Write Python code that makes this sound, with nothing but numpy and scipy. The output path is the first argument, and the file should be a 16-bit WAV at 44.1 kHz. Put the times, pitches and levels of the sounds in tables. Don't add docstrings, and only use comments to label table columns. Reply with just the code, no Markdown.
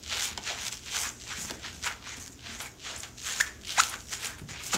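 import sys
import numpy as np
from scipy import signal
from scipy.fft import rfft, irfft
from scipy.io import wavfile
from scipy.ndimage import uniform_filter1d, map_coordinates

SR = 44100
rng = np.random.default_rng(int(sys.argv[2]) if len(sys.argv) > 2 else 0)


def gain_from_decibels(decibels):
    exponent = np.asarray(decibels, float) / 20
    return 10 ** exponent


def wav_record(signal):
    frames = np.transpose(np.atleast_2d(signal))
    bounded = np.clip(frames, -1, 1)
    quanta = np.round(bounded * 32767).astype(np.int16)
    wavfile.write(sys.argv[1], SR, quanta)


N = 210562
TOP_HZ = 15780


def unit(x):
    return x / np.sqrt(np.mean(x ** 2) + 1e-20)


def along(points, hz):
    f, v = np.transpose(points)
    return np.interp(np.log(hz + 1), np.log(f + 1), v)


def wobble(rate_hz):
    knots = rng.standard_normal(int(N * rate_hz / SR) + 4)
    return map_coordinates(knots, [np.arange(N) * rate_hz / SR])


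def coloured(x, spectrum):
    m = 8192
    magnitude = gain_from_decibels(along(spectrum, np.fft.rfftfreq(m, 1 / SR))) + 1e-4
    cepstrum = irfft(np.log(magnitude))
    cepstrum[1:m // 2] *= 2
    cepstrum[m // 2 + 1:] = 0
    response = irfft(np.exp(rfft(cepstrum)))
    return signal.fftconvolve(x, response)[:N]


def resonate(x, hz, q):
    return signal.lfilter(*signal.iirpeak(hz, q, SR), x)


def add(track, start_s, sound):
    at = track[round(start_s * SR):][:len(sound)]
    at += sound[:len(at)]


def slides():
    # peak_s, level_db, rise_s, fall_s (each spans 20 dB), body_re_level_db
    strokes = [(0.127, -32.5, 0.074, 0.17, -4), (.494, -33, 0.074, 0.088, -3.5),
               (0.95, -33.5, 0.12, 0.15, -4), (1.307, -40.5, 0.096, 0.36, -0.5),
               (1.655, -41, 0.073, .18, -4.5), (2.085, -42, 0.11, 0.2, -0.5),
               (2.466, -40.5, 0.079, 0.21, -2.5), (2.868, -39, 0.077, 0.19, -2.5),
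               (3.266, -36.5, 0.064, 0.24, -3.5), (3.704, -36.5, 0.069, 0.18, -8),
               (4.133, -38.5, 0.043, 0.07, -0.5), (4.583, -45.5, 0.12, 0.94, -6.5),
               (.245, -35.5, 0.2, 0.15, -3.5), (.378, -44, 0.016, 0.012, -18), (.68, -39, 0.33, 0.027, -2),
             (.725, -39, .018, 0.076, -8.5), (0.864, -49, 0.0037, 0.14, -2), (1.064, -39, 0.13, 0.052, 2),
             (1.501, -46.5, 0.093, 0.03, 0), (1.837, -42, 0.025, 0.042, -14),
             (1.863, -38.5, 0.057, 0.12, 0.5), (2.603, -39.5, 0.0068, 0.094, 2),
             (3.034, -42, 0.01, 0.079, -1.5), (3.183, -54, .004, .2, -23), (3.39, -43, 0.22, 0.042, -1),
             (3.47, -46.5, .1, 0.041, 6), (3.774, -36, 0.039, 0.12, 3), (3.815, -36.5, 0.026, .2, -15),
             (3.94, -44, 0.14, 0.057, 5), (4.255, -39.5, 0.14, 0.12, -0.5), (4.395, -50, 0.05, 0.02, 2),
             (4.488, -46, .003, 0.23, 2), (4.747, -29, 0.047, 0.037, -0.5)]
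    # peak_s, level_db, rise_s, fall_s, fibre_re_level_db
    brushes = [(.248, -32.5, 0.18, 0.092, -5.5), (.47, -41, 0.071, 0.41, -15),
               (.684, -35.5, 0.14, 0.011, -6), (.725, -38.5, 0.028, 0.089, -7.5),
               (1.009, -32, 0.16, 0.14, -6), (1.3, -44.5, 0.19, 0.38, -14), (1.42, -36.5, .1, 0.15, -6),
               (1.75, -49.5, 0.34, 0.39, -9), (1.862, -37.5, 0.058, 0.089, -7.5),
               (2.09, -42.5, 0.056, 0.18, -18), (2.22, -45, 0.1, 0.17, -8), (2.325, -50, .02, .03, -6),
               (2.619, -40.5, 0.044, 0.1, -3), (2.54, -44.5, 0.14, 0.21, -12),
               (2.867, -44.5, 0.073, 0.33, -16), (3.0, -46.5, .1, 0.17, -3.5), (3.265, -36, 0.088, .25, -7),
               (3.41, -38, 0.19, .12, -8.5), (3.704, -44, 0.099, 0.73, -3.5),
               (3.815, -36, 0.089, 0.19, -3.5), (4.131, -34, 0.04, 0.087, -9.5),
               (4.255, -38.5, 0.1, 0.12, -3.5), (4.502, -41, 0.023, 0.088, -13), (4.64, -41, .025, .02, -1),
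               (4.675, -40, 0.07, 0.06, -1), (3.41, -36, .015, .02, -6), (4.746, -26.5, .04, 0.032, -8)]
    # time_s, share (0-1)
    grit_share = [(.06, 0.15), (.14, 0.7), (.3, 0.5), (.5, 0.2), (.6, 0.3), (.7, 0.4), (.84, 0.15),
                  (.97, 0.6), (1.2, 0.2), (1.35, 0.3), (2.27, 0.5), (2.45, 0.28), (3.18, 0.15), (3.27, 0.6),
                  (3.55, 0.13), (3.72, 0.5), (3.8, 0.44), (4.5, 0.33)]
    # freq_hz, density_db (per Hz)
    scuff_spectrum = [(1240, -30.5), (2100, -6), (2210, -2.5), (3290, 1), (4250, -2), (5200, -5.5),
                      (6760, -11), (11400, -120)]
    # freq_hz, density_db (per Hz)
    body_spectrum = [(260, -33), (450, -8.5), (562, -11.5), (840, -5.5), (1110, -5.5), (1560, -0.5),
                     (1710, -2), (2500, -5.5), (3250, -26), (5500, -120)]
    # freq_hz, density_db (per Hz)
    swish_spectrum = [(3000, -33), (4800, -4.5), (5800, 3), (6900, 4.5), (7600, 1), (8400, -7.5),
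                      (10500, -20.5), (16000, -47)]
    # freq_hz, density_db (per Hz)
    fibre_spectrum = [(4710, -33), (8000, 0.5), (10100, -7), (13700, -9.5), (15600, -13.5)]

    peak_s, db, rise, fall, body_db = np.transpose(strokes)
    scuff = swell(peak_s, db, rise, fall)
    body = swell(peak_s, db + body_db, 0.69 * rise, 1.12 * fall)
    peak_s, db, rise, fall, fibre_db = np.transpose(brushes)
    swish = swell(peak_s, db, rise, fall)
    fibre = swell(peak_s, db + fibre_db, 0.86 * rise, 0.79 * fall)
    swish = np.hypot(swish, gain_from_decibels(-11) * scuff)
    fibre = np.hypot(fibre, gain_from_decibels(-21) * scuff)

    grit = np.interp(np.arange(N) / SR, *np.transpose(grit_share)).clip(0, 1)
    rate_hz = (600 * (scuff / gain_from_decibels(-39)) ** 0.61).clip(260, 1200)
    hiss = gain_from_decibels(1.5 * wobble(40)) * rng.standard_normal(N)
    gritty = catches(rate_hz, spread_db=2.5, t60=0.0029)
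    rub = np.sqrt(grit) * gritty + np.sqrt(1 - grit) * unit(hiss)
    rub = patchy(rub, depth_db=2.5)
    twin = rub * np.sign(rng.standard_normal(N))
    fine = twin + 0.15 * rng.standard_normal(N)

    out = scuff * unit(coloured(twin, scuff_spectrum))
    out += body * gain_from_decibels(1.05 * wobble(60)) * unit(coloured(rub, body_spectrum))
    out += swish * unit(coloured(rub, swish_spectrum))
    out += fibre * unit(coloured(fine, fibre_spectrum))
    return gain_from_decibels(-1.2) * out


def swell(peak_s, db, rise, fall):
    roundness = 1.137
    late = np.arange(0, N + 64, 64)[:, None] / SR - peak_s
    reach = np.where(late < 0, -late / np.abs(rise), late / np.abs(fall))
    power = np.sum(gain_from_decibels(db - 20 * reach ** roundness) ** 2, axis=1)
    gain = np.sqrt(power + 1e-12)
    return np.interp(np.arange(N) / 64, np.arange(len(gain)), gain)


def catches(rate_hz, spread_db, t60):
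    chances_hz = 1400
    gap, size, luck = rng.random((7200, 3)).T
    at = (np.cumsum(.4 + 1.2 * gap) * SR / chances_hz).astype(int).clip(0, N - 1)
    held = 1 / (1 + np.exp((luck - rate_hz[at] / chances_hz) / .03))
    strength = held * gain_from_decibels(-spread_db * np.log(1 - size).clip(-2.2))
    inside = at < N - 1
    kicks = np.bincount(at[inside], strength[inside], N)
    decay = gain_from_decibels(-60 * np.arange(SR // 20) / SR / t60)
    puff = signal.fftconvolve(kicks, decay)[:N]
    return unit((puff * rng.standard_normal(N) + 3.2 * kicks) / np.sqrt(rate_hz))


def patchy(x, depth_db):
    z = signal.stft(x, nperseg=256)[2]
    field = uniform_filter1d(rng.standard_normal(z.shape), size=3, axis=0)
    field = uniform_filter1d(field, size=10, axis=1)
    return unit(signal.istft(z * gain_from_decibels(depth_db * unit(field)), nperseg=256)[1][:N])


def ticks():
    # start_s, level_db, snap_hz
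    dot_snaps = [(0.0285, -28, 9000), (0.039, -25, 5380), (0.0625, -22, 3640), (0.2074, -13, 3840),
                 (0.689, -35, 6980), (0.7705, -24, 7000), (0.861, -23, 5170), (0.8828, -21, 3400),
                 (1.1999, -27, 5800), (1.278, -23, 6400), (1.6493, -37, 3070), (1.8275, -20, 4630),
                 (1.8376, -15.5, 4010), (2.393, -30, 2920), (2.603, -20, 6180), (2.962, -36, 7180),
                 (3.0046, -37, 6860), (3.0336, -18, 6500), (4.492, -27, 11000), (3.2167, -23, 4970),
                 (3.613, -31, 5500), (3.636, -26, 3770), (3.8357, -7, 5860), (3.8574, -27, 6170),
                 (3.897, -38, 9340), (4.006, -25, 6400), (4.0856, -26, 6230), (4.257, -16, 7100),
                 (4.488, -27, 3880), (4.724, -14, 11000),
                 (.0359, -24, 5600), (.0484, -28, 4000), (.0735, -27, 3500), (.0785, -21, 4300),
                (.088, -23, 4000), (.0975, -17, 3500), (.1709, -14, 3200), (.181, -20, 3500),
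                (.2237, -11, 4200), (.4155, -33, 5000), (.423, -30, 6000), (.431, -25, 5000),
                (.4383, -21, 4700), (.6524, -17, 6000), (.6667, -15, 4500), (.6822, -13, 4600),
                (.7162, -25, 6100), (.7266, -19, 6800), (.7767, -26, 5100), (.7932, -27, 5800),
                (.872, -26, 3000), (.962, -14, 4500), (1.2046, -30, 5400), (1.2106, -30, 5000),
                (1.2139, -25, 5400), (1.2208, -25, 5200), (1.2377, -24, 5400), (1.2555, -28, 9000),
                (1.46, -26, 9500), (1.57, -34, 7000), (1.8445, -17, 5000), (2.3295, -30, 6200),
                (2.407, -33, 3500), (3.1751, -31, 5600), (3.1781, -30, 4900), (3.1823, -24, 5000),
                (3.1857, -30, 4100), (3.1947, -28, 5200), (3.2022, -27, 4700), (3.6192, -32, 5300),
                (3.6488, -25, 4000), (3.6528, -24, 3700), (3.6724, -21, 4600), (3.6939, -17, 3600),
                (3.7053, -14, 3300), (3.722, -18, 4500), (4.056, -33, 5500), (4.071, -32, 5000),
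                (4.0945, -22, 10000), (4.1177, -21, 9500), (4.1235, -19, 3300), (4.1295, -17, 4000),
                (4.1362, -15, 7200), (4.476, -35, 5000), (4.6365, -16, 8500), (4.643, -17, 8500),
                (4.6664, -19, 7100), (4.7185, -20, 7000), (4.7288, -17, 9000), (4.7495, -13, 6000)]
    # first_s, last_s, first_db, last_db, snap_hz
    peels = [
        (2.235, 2.278, -30, -24, 8000),
        (2.785, 2.843, -36, -38, 3500),
        (3.225, 3.245, -26, -22, 5000),
        (1.468, 1.495, -30, -27, 9000),
    ]
    # start_s, level_db, snap_hz, knock_re_level_db, knock_hz
    knocks = [
        (0.194, -19.5, 3170, -13, 1610),
        (0.376, -17, 5840, -16, 810),
        (1.498, -20, 5990, -17, 900),
        (1.508, -18, 5700, -18.5, 726),
        (1.8422, -25, 3550, -12, 1570),
        (1.8644, -35, 2800, -5, 1510),
        (1.873, -36, 2660, 3, 1490),
        (3.9389, -25, 2640, -8.5, 1360),
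    ]
    peel_gap_s = .009
    out, t = np.zeros(N), np.arange(SR // 20) / SR

    peeled = []
    for first, last, first_db, last_db, snap_hz in peels:
        for s in np.linspace(first, last, 1 + round((last - first) / peel_gap_s)):
            jittered_s = s + .2 * peel_gap_s * rng.normal()
            db = np.interp(s, [first, last], [first_db, last_db]) + 2.9 * rng.normal()
            peeled.append((jittered_s, db, snap_hz))

    # knock re peak (dB), knock pitch (Hz), t60 (s)
    releases = [(*row, -32, 1620, 0.006) for row in [*dot_snaps, *peeled]]
    releases += [(*row, 0.013) for row in knocks]
    for s, db, snap_hz, knock_db, knock_hz, t60 in releases:
        fade = gain_from_decibels(-60 * t / max(t60, .002))
        burst = rng.standard_normal((2, len(t))) * fade
        burst[0, 0] = 4
        snap = resonate(burst[0], snap_hz, 1.2)
        knock = resonate(burst[1] / np.sqrt(fade), knock_hz, 2.2)
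        add(out, s, gain_from_decibels(db - 6.0) * snap / abs(snap).max())
        add(out, s + 0.0008, gain_from_decibels(db + knock_db + 12.0) * knock / abs(knock).max())
    return coloured(out, [(250, -52), (500, -10), (2800, 3), (7500, 4.0), (9000, -9.5), (15000, -10)])


def squeaks():
    # start_s, stop_s, start_hz, stop_hz, level_db
    glides = [(1.085, 1.094, 4700, 8200, -32), (4.695, 4.714, 2650, 3050, -33),
              (4.234, 4.25, 1000, 5000, -31), (3.003, 3.008, 6300, 8800, -34),
              (2.959, 2.967, 6830, 8000, -35.5), (2.976, 2.984, 7800, 10300, -31),
              (2.986, 2.991, 9300, 12200, -25), (2.997, 3.002, 8800, 10600, -30),
              (3.4, 3.4136, 1357, 2050, -13.5), (4.245, 4.252, 8200, 12200, -25),
              (4.254, 4.259, 8800, 11500, -26), (4.257, 4.262, 2260, 3630, -26),
              (4.267, 4.273, 6700, 8100, -31), (3.778, 3.8054, 641.5, 1538, -8.5),
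              (3.809, 3.834, 2900, 4600, -30)]
    # start_s, level_db, pitch_hz, t60_s
    rings = [
        (3.413, -34.5, 1736, 0.39),
        (3.805, -43, 1370, .3),
    ]
    # freq_hz, level_db
    rubber_spectrum = [(300, -25), (600, -7.5), (2000, 1), (3000, -6), (4000, 1.5), (5000, -3.5),
                       (7000, 5.5), (9000, -9), (15000, -33)]
    out = np.zeros(N)
    for start, stop, hz0, hz1, db in glides:
        slope_db = -10.5 - 5 * np.log2(hz0 / 1000)
        u = np.linspace(0, 1, round((stop - start) * SR))
        shake = uniform_filter1d(rng.standard_normal((2, SR // 20)), size=30)[:, :len(u)]
        slip_hz = hz0 * (hz1 / hz0) ** u * (1 + 0.24 * shake[0])
        phase = 2 * np.pi * np.cumsum(slip_hz) / SR
        pulses = sum(gain_from_decibels(slope_db * np.log2(k)) * np.cos(k * phase)
                     for k in range(1, 7) if k * hz1 < TOP_HZ)
        noise = rng.standard_normal(SR // 20)[:len(u)]
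        rasp = 0.45 * min(1, 2000 / hz1) ** 2 * (1 + np.cos(phase)) * noise
        left = (1 - u) * (stop - start)
        bite_db = -10 / (1 + np.exp((.0065 - left) / .0012))
        ramps = np.minimum(1, 8 * u) * np.minimum(1, left / 0.0017)
        add(out, start, gain_from_decibels(db + bite_db + 7 * shake[1]) * ramps * (pulses + rasp))
    for s, db, hz, t60 in rings:
        ring = resonate(rng.standard_normal(SR // 2), hz, 11)
        add(out, s, gain_from_decibels(db - 60 * np.arange(SR // 2) / SR / t60) * unit(ring))
    return coloured(out, rubber_spectrum)


def puffs():
    # start_s, level_db, centre_hz, rise_s, t60_s
    squeezes = [(3.397, -20.5, 2200, 0.0046, 0.041), (4.38, -50, 3200, 0.012, 0.07),
                (1.508, -39.5, 270, .004, 0.085), (.495, -34.5, 680, 0.015, 0.19),
                (2.166, -29, 6300, 0.008, 0.034), (2.197, -33, 6300, 0.004, 0.034),
                (2.89, -41, 680, 0.018, 0.25), (3.412, -25, 5930, 0.0009, 0.02),
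                (3.409, -30, 16000, .002, .03), (0.32, -50, 11000, .001, 0.013),
                (3.893, -26, 9300, 0.0034, 0.032), (0.666, -48, 6600, 0.0028, 0.059),
                (.68, -37, 5000, 0.0034, 0.012), (1.5, -36, 440, 0.0099, 0.13),
                (1.507, -37, 11500, .002, .025), (4.38, -43.5, 8700, .01, 0.096),
                (1.861, -22.5, 1590, 0.0039, 0.074), (3.403, -34, 6300, 0.0058, 0.035),
                (3.805, -23, 5300, .001, 0.024), (3.8085, -16, 7000, .002, 0.018),
                (1.86, -27, 2400, .004, .08), (4.735, -31, 520, .005, .08), (.378, -36, 480, .002, .05),
                (1.858, -34, 900, .004, .07), (3.399, -26, 1350, .003, .04), (4.25, -29, 8000, .002, .02),
                (2.614, -34, 10500, .006, .06), (.975, -35, 8000, .02, .2), (1.32, -33, 1400, .008, .08),
                (4.59, -36, 2400, .01, .12), (4.729, -21, 1250, 0.0054, 0.073)]
    out, t = np.zeros(N), np.arange(SR // 5) / SR
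    for s, db, hz, rise, t60 in squeezes:
        air = resonate(rng.standard_normal(len(t)), hz, 3.2)
        add(out, s, gain_from_decibels(db - 60 * t / t60) * (1 - np.exp(-t / rise)) * unit(air))
    return out


def pats():
    # start_s, level_db, pitch_hz, t60_s
    footfalls = [(0.315, -36.5, 207, 0.04), (0.378, -42, 212, 0.084), (0.571, -47.5, 199, 0.08),
                 (1.066, -40.5, 228, 0.046), (1.382, -34, 187, 0.043), (1.444, -35, 196, 0.047),
                 (1.509, -39, 326, .07), (1.519, -41.5, 394, 0.06), (1.742, -44, 188, 0.091),
                 (2.174, -41, 260, 0.06), (2.297, -41, 274, 0.031), (2.488, -45.5, 229, 0.14),
                 (3.947, -42.5, 217, 0.059), (4.259, -49, 226, 0.065), (4.416, -29.5, 170, 0.04),
                 (0.396, -42, 300, .02), (4.436, -34.5, 129, 0.05), (4.453, -43, 124, 0.054),
                 (4.637, -41, 150, 0.053), (4.742, -31, 212, 0.12), (4.758, -29, 214, 0.074)]
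    out, t = np.zeros(N), np.arange(SR // 5) / SR
    for s, db, hz, t60 in footfalls:
        rattle = uniform_filter1d(rng.standard_normal(len(t)), size=40)
        modes = np.sin(2 * np.pi * hz * t) + 0.37 * np.sin(2 * np.pi * 1.67 * hz * t)
        onset = 1 - np.exp(-t / 0.0023)
        add(out, s, gain_from_decibels(db + 3.0 - 60 * t / max(t60, .01)) * onset * (modes + 1.4 * rattle))
    return out


def room(x):
    # freq_hz, t60_s
    decay_times = [(200, 0.83), (1500, 0.26), (6000, 0.04), (14000, 0.28)]
    hz, t, z = signal.stft(rng.standard_normal(SR // 2), SR, nperseg=256)
    decay = gain_from_decibels(-60 * t / along(decay_times, hz)[:, None])
    tail = signal.istft(z * decay, SR, nperseg=256)[1]
    delayed = np.pad(x, (250, 0))
    return signal.fftconvolve(delayed, tail / np.linalg.norm(tail))[:N]


def house():
    # freq_hz, density_db (per Hz)
    rumble_spectrum = [(12, -33), (20, -31), (49, 0), (81, 3), (125, -8), (163, -10), (210, -5.5),
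                       (428, -11), (528, -20.5), (700, -15.5), (910, -50), (1540, -120)]
    # freq_hz, density_db (per Hz)
    hiss_spectrum = [(290, -35), (500, -5), (1070, 3.5), (1610, 1), (4400, -3), (6490, 3), (9850, -11),
                     (13700, -8), (15600, -13)]
    rumble = gain_from_decibels(-52.5 + 1 * wobble(4.97)) * unit(coloured(rng.standard_normal(N), rumble_spectrum))
    drone = gain_from_decibels(-61.0) * unit(resonate(rng.standard_normal(N), 67, 3.5))
    hum_phase = 2 * np.pi * 119.8 * np.arange(N) / SR + 0.15 * wobble(12)
    hum = gain_from_decibels(-58.0 + 2.0 * wobble(7.9)) * np.sin(hum_phase)
    hiss = gain_from_decibels(-60.5) * unit(coloured(rng.standard_normal(N), hiss_spectrum))
    return rumble + drone + hum + hiss


def scene():
    rubbing = slides()
    hits = ticks() + pats() + puffs()
    squeals = squeaks()
    answer = room(gain_from_decibels(-9.5) * rubbing + gain_from_decibels(-7.5) * hits + gain_from_decibels(-15) * squeals)
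    return (rubbing + hits + squeals + answer + house())[None]


def roll_off(x):
    return signal.sosfilt(signal.butter(12, 15770, fs=SR, output="sos"), x)


def record(dry):
    passed = np.fft.rfftfreq(N, 1 / SR) < TOP_HZ
    kept = irfft(rfft(dry) * passed, N)
    return roll_off(kept)


dry = scene()
out = record(dry)
wav_record(out)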